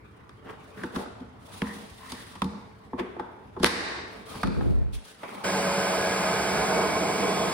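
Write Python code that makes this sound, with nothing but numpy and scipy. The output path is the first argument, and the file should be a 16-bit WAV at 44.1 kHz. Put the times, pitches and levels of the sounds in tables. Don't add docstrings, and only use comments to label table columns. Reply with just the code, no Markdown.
import sys
import numpy as np
from scipy import signal
from scipy.fft import rfft, irfft, next_fast_len
from scipy.io import wavfile
from scipy.ndimage import uniform_filter1d, map_coordinates

SR = 44100
rng = np.random.default_rng(int(sys.argv[2]) if len(sys.argv) > 2 else 0)


def generate_wav(sig):
    pcm = np.round(np.clip(np.atleast_2d(sig).T, -1, 1) * 32767).astype(np.int16)
    wavfile.write(sys.argv[1], SR, pcm)


N = 332073


def amp(db):
    return 10 ** (np.asarray(db) / 20)


def unit(x):
    return x / np.sqrt(np.mean(x ** 2) + 1e-20)


def along(points, hz):
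    f, v = np.transpose(points)
    return np.interp(np.log(hz + 1), np.log(f + 1), v)


def curves(rows):
    s, *columns = np.transpose(rows)
    return [np.interp(np.arange(N) / SR, s, column) for column in columns]


def wobble(rate):
    coarse = np.linspace(0, N, num=N // 32)
    knots = rng.standard_normal(int(N * rate / SR) + 4)
    smooth = map_coordinates(knots, [coarse * rate / SR])
    return np.interp(np.arange(N), coarse, smooth)


def ramp(start, length):
    u = np.clip((np.arange(N) / SR - start) / length, 0, 1)
    return u * u * (1 + 2 * (1 - u))


def swell(start, length, attack=0.22, release=0.33):
    rise = ramp(start, attack * length)
    fall = ramp(start + (1 - release) * length, release * length)
    return rise * (1 - fall)


def filtered(x, response):
    n = x.shape[-1]
    m = next_fast_len(n + 8192)
    spectrum = rfft(x, m) * response(np.fft.rfftfreq(m, 1 / SR))
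    return irfft(spectrum, m)[..., :n]


def colour(points):
    return lambda hz: amp(along(points, hz))


def lifted(points, peaks):
    def response(hz):
        lift = sum(db * np.exp(-((hz - centre) / width) ** 2) for centre, width, db in peaks)
        return amp(along(points, hz) + lift)
    return response


def resonances(modes):
    def response(f):
        return sum((-1) ** k * amp(db) * 1j * f * w / (c * c - f * f + 1j * f * w)
                   for k, (c, w, db) in enumerate(modes))
    return response


def spread(pair, alike):
    def shares(hz):
        turn = np.arccos(np.clip(along(alike, hz), -1, 1)) / 2
        return np.array([np.cos(turn), np.sin(turn)])
    mid, side = filtered(pair, shares)
    return np.array([mid + side, mid - side])


def rush(response, alike, patchy_db):
    z = signal.stft(rng.standard_normal((2, N)), nperseg=512)[2]
    field = rng.standard_normal(z.shape[1:])
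    field = uniform_filter1d(uniform_filter1d(field, size=5, axis=0), size=10, axis=1)
    pair = signal.istft(z * amp(patchy_db * unit(field)), nperseg=512)[1][:, :N]
    return unit(filtered(spread(pair, alike), response))


# f/Hz, likeness [-1 to 1]
DIFFUSE_ALIKE = [(120, 0.97), (300, 0.65), (700, 0), (15000, 0.032)]
# f/Hz, time/s
ECHO_TIMES = [(120, 0.63), (400, 1.04), (1200, 1), (4000, 0.91), (8000, 0.78), (14000, 0.19)]


def room(x, build=0.00045):
    hz, t, z = signal.stft(rng.standard_normal((2, SR)), SR, nperseg=256)
    decay = amp(-60 * t / along(ECHO_TIMES, hz)[:, None])
    tail = signal.istft(z * decay * (1 - np.exp(-t / build)), SR, nperseg=256)[1]
    tail = spread(tail, DIFFUSE_ALIKE)
    return signal.fftconvolve(x, tail / np.linalg.norm(tail[0]), axes=1)


LULL_S, LULL_DB = 4.95, -15
# f/Hz, relative level/dB
RUMBLE_COLOUR = [(25, -39), (55, -1), (110, 1), (180, -11.5), (400, -13.5), (1500, -68)]


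def room_rumble(rumble_db=-53.0):
    background = rush(colour(RUMBLE_COLOUR), [(120, 0.88), (700, 0.067)], patchy_db=1.5)
    return amp(rumble_db + LULL_DB * ramp(LULL_S, length=0.11)) * background


STROKE_ATTACK, STROKE_RELEASE = 0.28, 0.54
GRIP_RUB_DB, GRIP_RUSTLE_DB = -55, -75
# f/Hz, relative level/dB
RUB_COLOUR = [(30, -23), (100, -2.5), (200, 9.5), (400, 3.5), (600, 3), (1050, 4), (2000, -5.5),
              (3500, -15), (9000, -33)]
# f/Hz, width/Hz, lift level/dB
CREAK_PEAKS = [(443, 19, 7), (2300, 110, 3)]
# f/Hz, relative level/dB
RUSTLE_COLOUR = [(1500, -5.5), (3500, 2.5), (7000, -7.5), (10500, -2), (12500, -17.5), (15500, -8.5)]
# start t/s, length/s, relative rub level/dB, relative rustle level/dB
HAND_STROKES = [(0.298, 0.83, -52, -77), (0.42, 0.17, -46, -65.5), (0.503, 0.65, -50.5, -66),
                (0.736, 0.19, -42.5, -56.5), (0.908, 0.17, -39, -51.5), (1.346, 0.78, -47.5, -52),
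                (1.877, 0.64, -48.5, -52.5), (2.403, 0.4, -51, -70), (2.973, 0.052, -36, -69),
                (4.053, 0.25, -46, -60), (4.235, 0.27, -41, -48.5), (4.474, 0.42, -49.5, -61),
                (4.92, 0.061, -67, -48.5), (5.013, 0.17, -54.5, -53.5), (5.124, 0.55, -43.5, -55)]


def rubbing(rub_db=-1, catch_db=2, rustle_catch_db=3.0, room_db=-5):
    rub = rush(lifted(RUB_COLOUR, CREAK_PEAKS), DIFFUSE_ALIKE, patchy_db=3.5)
    rub = rub * amp(catch_db * wobble(70))
    rustle = rush(colour(RUSTLE_COLOUR), DIFFUSE_ALIKE, patchy_db=1.0)
    rustle = rustle * amp(rustle_catch_db * wobble(81))
    low, high = amp(GRIP_RUB_DB), amp(GRIP_RUSTLE_DB)
    for start, length, low_db, high_db in HAND_STROKES:
        speed = swell(start, length, STROKE_ATTACK, STROKE_RELEASE)
        low = np.maximum(low, amp(low_db) * speed)
        high = np.maximum(high, amp(high_db) * speed)
    direct = amp(rub_db) * low * rub + high * rustle
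    return direct + amp(room_db) * room(direct)[:, :N]


def strike(t, force, response, db, snap=5):
    grit = spread(rng.standard_normal((2, len(t))), [(400, 0.069), (1200, 0.4), (4000, 0.026)]) * force
    near = filtered(grit + snap * (t == 0), response)
    near = amp(db) * near / abs(near).max()
    far = filtered(1. * (t == 0), response)
    return near, far * np.linalg.norm(near[0]) / np.linalg.norm(far)


# f/Hz, width/Hz, relative level/dB before a small random change
WALL_MODES = [(409, 180, -4), (883, 275, -3), (1107, 254, -0.5), (1396, 550, -1.5), (1767, 1130, -7),
              (3500, 330, -10.5)]


def wall(soft_hz, spot_hz, vary_db=1.0, spot_db=5, spot_q=6):
    plastic = resonances([(hz, width, db + rng.normal(0, vary_db)) for hz, width, db in WALL_MODES])
    spot = resonances([(spot_hz, spot_hz / spot_q, spot_db)])

    def response(f):
        softness = 1 - (f / soft_hz) ** 2 + 1j * np.sqrt(2) * f / soft_hz
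        return plastic(f) * (1 + spot(f)) / softness
    return response


FLEX_LAG_S = 0.00408
# f/Hz, relative level/dB, time to fall 60 dB/s
CASING_MODES = [(74.7, 2.5, 0.13), (194, -3.5, 0.21), (250, 0.5, 0.12), (354.5, 0.5, 0.085), (479, -7, 0.2),
                (880, 1, 0.087), (957, 3, 0.026)]


def boom(t, hz, ring_db=-6, detune_db=6, flex_t60=0.067, flex_rise=0.0048):
    late = np.maximum(t - FLEX_LAG_S, 0)
    flex = np.sin(2 * np.pi * hz * late) * amp(-60 * late / flex_t60)
    ring = 0
    for f, db, t60 in CASING_MODES:
        mode_db = db - detune_db * abs(np.log2(f / hz)) - 60 * late / t60
        ring = ring + amp(mode_db) * np.sin(2 * np.pi * f * late)
    return (flex + amp(ring_db) * ring) * (1 - np.exp(-late / flex_rise))


# f/Hz, relative level/dB
TICK_COLOUR = [(900, -14), (2000, 7), (3300, 15.5), (4800, 15), (7000, 4), (10500, 7), (15500, -15.5)]
# t/s, relative clack level/dB, relative boom level/dB, relative tick level/dB,
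# boom f/Hz, clack f/Hz, contact time/s, scrape-in time/s
CONTACTS = [(0.294, -39, -59, -49, 305, 1090, 0.0028, 0.0012),
            (0.498, -34, -52, -57, 300, 1160, 0.0033, 0.0065),
            (0.836, -21.5, -24, -40.5, 325, 1560, 0.0063, 0.0018),
            (0.962, -23, -21.5, -35.5, 226, 1350, 0.0063, 0.0035),
            (1.061, -29, -38, -73, 272, 1450, 0.0028, .003), (1.206, -41, -34, -54, 250, 895, 0.0033, .005),
            (1.619, -16.5, -20.5, -32.5, 210, 996, 0.003, 0.00062),
            (2.120, -30, -34, -29, 250, 1020, 0.005, 0.00027),
            (2.355, -32, -44, -49, 194, 1020, 0.0075, 0.002),
            (2.419, -13, -21.5, -29, 209, 890, 0.0045, 0.00012),
            (2.445, -28, -20.5, -35.5, 194, 910, .003, 0.0032),
            (2.932, -23.5, -25, -67, 262, 1020, 0.0054, .00052),
            (2.996, -19, -22.5, -40.5, 339, 400, 0.0098, 0.0065),
            (3.166, -28, -36.5, -70, 353, 1110, 0.0025, 0.00047),
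            (3.197, -18, -30, -50, 330, 900, 0.01, 0.0027),
            (3.566, -28, -30.5, -64, 381, 1050, .0098, 0.0026),
            (3.600, -34, -22.5, -47.5, 213, 900, .0091, 0.0055),
            (3.633, -8, -6, -17, 323, 470, 0.014, 0.0024),
            (3.645, 7, -12.5, -3, 200, 2040, 0.00063, 0.00083),
            (3.662, -2, -28, -8, 223, 1660, 0.012, 0.0083), (4.350, -42, -32, -60, 138, 480, 0.0066, .006),
            (4.432, -14, -21.5, -31.5, 205, 1300, 0.0065, 0.00037),
            (4.474, -28, -21.5, -37, 215.5, 850, 0.0025, 0.0055),
            (4.609, -25, -43, -53, 398, 850, 0.0038, .0005),
            (5.234, -23.5, -43, -52, 409, 586, 0.013, .002),
            (5.291, -27.5, -55, -55, 417, 1400, 0.002, 0.0003)]


def knocks(tick_db=8, boom_db=4, room_db=-6.5, boom_room_db=-11, hard_hz=11000, hard_db=11):
    lead = SR // 12
    t = np.arange(-lead, SR // 3) / SR
    direct, sent = np.zeros((2, N)), np.zeros((4, N))
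    for k, (s, db, low_db, high_db, hz, spot_hz, contact, scrape) in enumerate(CONTACTS):
        force = np.exp(-abs(t / np.where(t < 0, scrape, contact)))
        soft_hz = hard_hz * 2 ** ((high_db - db) / hard_db)
        clack, far_clack = strike(t, force, wall(soft_hz, spot_hz), db)
        tick, far_tick = strike(t, force, colour(TICK_COLOUR), high_db + tick_db)
        body = amp(low_db + boom_db) * boom(t, hz)
        span = round(s * SR) - lead + np.arange(len(t))
        direct[:, span] += clack + tick + body
        sent[k % len(sent), span] += amp(room_db) * (far_clack + far_tick) + amp(boom_room_db) * body
    return direct + sum(room(path[None])[:, :N] for path in sent)


# f/Hz, likeness [-1 to 1]
SCRAPE_LIKENESS = [(1000, 0.77)]
# start t/s, length/s, f/Hz, width/Hz, level/dB before the swell
SINGING_SLIDES = [(0.44, .11, 1250, 1300, -47), (0.765, .08, 1700, 900, -48), (1.63, .14, 1820, 250, -46),
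                  (1.99, .13, 1040, 120, -49), (2.115, .045, 1000, 90, -39), (1.96, .36, 1900, 400, -53),
                  (4.29, .13, 1000, 700, -47), (4.3, .36, 2450, 400, -55), (4.3, .3, 4500, 700, -53),
                  (5.19, .26, 2150, 600, -51)]


def scrapes(slips_per_s=1300, room_db=-7):
    t = np.arange(SR // 2) / SR
    direct = np.zeros((2, N))
    wander, catching = 1 + .02 * wobble(18), amp(2 * wobble(45))
    for start, length, hz, width, db in SINGING_SLIDES:
        span = round(start * SR) + np.arange(len(t))
        slips = rng.standard_normal((2, len(t))) * (rng.random(len(t)) < slips_per_s / SR)
        rings = filtered(spread(slips, SCRAPE_LIKENESS), lambda f: 1 / (1 + 2j * f / width) ** 2)
        carrier = np.sin(2 * np.pi * np.cumsum(hz * wander[span]) / SR)
        band = unit(rings * catching[span] * carrier)
        push = np.sin(np.pi * np.minimum(t / length, 1))
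        direct[:, span] += amp(db) * push * band
    return direct + amp(room_db) * room(direct)[:, :N]


# f/Hz, relative level/dB, time to fall 60 dB/s before damping
PIPE_MODES = [(209, -1.5, 0.92), (471, -13.5, 0.99), (1020, -20, 0.34)]
# contact t/s, relative level/dB
PIPE_BLOWS = [(1.619, -32), (2.419, -32.5)]


def pipe():
    t = np.arange(SR // 3) / SR
    ring = sum(amp(db - 60 * t / t60) * np.sin(2 * np.pi * hz * t) for hz, db, t60 in PIPE_MODES)
    ring = ring * np.cos(np.pi / 2 * (t / t[-1]) ** 2)
    out = np.zeros(N)
    for s, db in PIPE_BLOWS:
        out[round((s + FLEX_LAG_S) * SR) + np.arange(len(t))] += amp(db) * ring
    return out


# f/Hz, relative level/dB
BUFFET_COLOUR = [(22, -17), (48, 12), (96, 2), (425, -14), (714, -25.5), (1000, -51), (1500, -110)]
# t/s, relative deep level/dB, relative upper level/dB
DRAUGHT_LEVELS = [(4.41, -90, -90), (4.45, -33, -17.5), (4.6, -27, -24), (4.67, -22, -16.5),
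                  (4.77, -19.5, -22.5), (4.87, -26, -31), (4.96, -29, -42), (5.15, -93, -92)]


def draught(deep_hz=110):
    air = rush(colour(BUFFET_COLOUR), [(60, -.9), (250, -.8), (700, -.3)], patchy_db=.5)
    air = air * amp(1.5 * wobble(70))
    deep = filtered(air, lambda hz: 1 / (1 + (hz / deep_hz) ** 4))
    deep_db, upper_db = curves(DRAUGHT_LEVELS)
    return amp(deep_db) * deep + amp(upper_db) * (air - deep)


TILT_S, TILT_TAKES_S = 6.81, 0.36
ROAR_DB, ROAR_TILT_DB = 2, 0.5
HISS_DB, HISS_TILT_DB = -31.5, -2
ASIDE_S, ASIDE_TAKES_S = 6.77, 0.48
# f/Hz, relative level/dB
AIR_COLOUR = [(30, -40), (60, -4.5), (250, -9.5), (530, -5), (850, 0), (1180, -3.5), (1800, -5.5),
              (2200, -1), (2700, -5), (4000, -10.5), (5100, -7), (8000, -14), (11000, -18), (15500, -26.5)]
# f/Hz, width/Hz, lift level/dB
DUCT_PEAKS = [(192.7, 48.5, 14), (310, 50, 8.5), (448, 70, 12.5), (645, 44, 12), (739, 49, 6),
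              (879, 47, 5.5), (1050, 55, 6.5), (1258, 53, 6.5), (1512, 110, 9), (1658, 21, 11.5),
              (2130, 31, 4)]
# f/Hz, likeness [-1 to 1]
NEAR_ALIKE = [(60, 0.96), (200, 0.88), (1400, 0.69), (4000, 0.76), (6000, 1), (15000, 1)]
# t/s, relative level/dB
ROAR_LEVELS = [(5.5, -31), (5.9, -30), (6.5, -30), (6.73, -27), (7.0, -29.5), (7.5, -28)]
# f/Hz, change of level/dB
ASIDE_COLOUR = [(70, -4.5), (200, 1), (290, 1.5), (430, 2), (550, -2.5), (700, -1), (880, -3.5),
                (1100, -0.5), (1270, -2), (1650, -4.5), (2000, 1)]


def air_rush(split_hz=1200):
    tilt = ramp(TILT_S - TILT_TAKES_S / 2, TILT_TAKES_S)
    roar_db, = curves(ROAR_LEVELS)
    housing = lifted(AIR_COLOUR, DUCT_PEAKS)
    low_share = lambda hz: 1 / (1 + (hz / split_hz) ** 8)
    roar = rush(lambda hz: housing(hz) * np.sqrt(low_share(hz)), NEAR_ALIKE, patchy_db=.9)
    hiss = rush(lambda hz: housing(hz) * np.sqrt(1 - low_share(hz)), NEAR_ALIKE, patchy_db=.3)
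    air = amp(roar_db + ROAR_DB + ROAR_TILT_DB * tilt) * roar
    air = air + amp(HISS_DB + HISS_TILT_DB * tilt) * hiss
    return air + ramp(ASIDE_S, ASIDE_TAKES_S) * (filtered(air, colour(ASIDE_COLOUR)) - air)


def tone(hz):
    phase = 2 * np.pi * np.cumsum(hz + wobble(20)) / SR
    return np.sqrt(2) * np.sin(phase) * (1 + .15 * wobble(16))


def facing(at, span):
    return np.exp(-((np.arange(N) / SR - at) / span) ** 2)


MAINS_HZ = 60
SHAFT_HZ, CLIMB_S, CLIMB_HZ_PER_S = 187.4, 6.85, 4.6
# shaft multiple, mains multiple added,
# relative level/dB, t/s when it faces the microphone, spread of that in time/s, lift level/dB
SHAFT_LINES = [(1, 0, -42, 6.15, .5, 4), (2, 0, -48, 6.5, .6, 5), (3, 0, -48, 5.8, .7, 13),
               (6, 0, -61, 7.3, .3, 16), (7, -1, -61, 6.4, .3, 18), (9, 0, -56, 6.4, .55, 10),
               (12, 0, -51, 7, .55, 10), (12, 1, -60, 6.15, .7, 12), (12, 2, -51, 6.4, .5, 2),
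               (12, 3, -59, 5.9, .9, 9), (18, 0, -68, 7.35, .35, 20), (24, 1, -58, 6.5, .6, 6)]


def hum_and_whine():
    t = np.arange(N) / SR
    shaft_hz = SHAFT_HZ + CLIMB_HZ_PER_S * np.maximum(t - CLIMB_S, 0)
    return sum(amp(db + lift_db * facing(at, span)) * tone(order * shaft_hz + side * MAINS_HZ)
               for order, side, db, at, span, lift_db in SHAFT_LINES)


# f/Hz, relative level/dB at the loudest, t/s when loudest, spread in time/s
HOUSING_WHISTLES = [(1652, -42, 6.03, .2), (1453, -43, 6.6, .13)]


def whistles():
    return sum(amp(db) * facing(at, span) * tone(hz) for hz, db, at, span in HOUSING_WHISTLES)


START_S = 5.435
# f/Hz, phase/radians
LEFT_LEAD = [(50, 0), (1200, -.2), (2150, .4), (2700, 2.2), (4400, 1.2), (6200, 3.2), (9000, 6.3),
             (12500, 9.4), (15500, 12.8)]


def blower(rise=0.012):
    t = np.arange(N) / SR

    def lead(hz):
        angle = np.interp(hz, *np.transpose(LEFT_LEAD))
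        return np.exp(.5j * np.outer([1, -1], angle))
    ports = filtered(air_rush() + hum_and_whine() + whistles(), lead)
    balance = amp([[-.6], [.6]])
    return ports * balance * np.clip((t - START_S) / rise, 0, 1)


def gain_control(x, threshold_db=-31, release=0.042, slope=0.61):
    keep = np.exp(-1 / (release * SR))
    power = signal.lfilter([1 - keep], [1, -keep], np.mean(x ** 2, axis=0))
    excess_db = np.maximum(10 * np.log10(power + 1e-12) - threshold_db, 0)
    return x * amp(-slope * excess_db)


def scene():
    handling = rubbing() + knocks() + scrapes() + pipe()
    return room_rumble() + gain_control(handling) + draught() + blower()


TOP_HZ = 15800


def record(dry):
    return filtered(dry, lambda hz: hz < TOP_HZ)


dry = scene()
out = record(dry)
generate_wav(out)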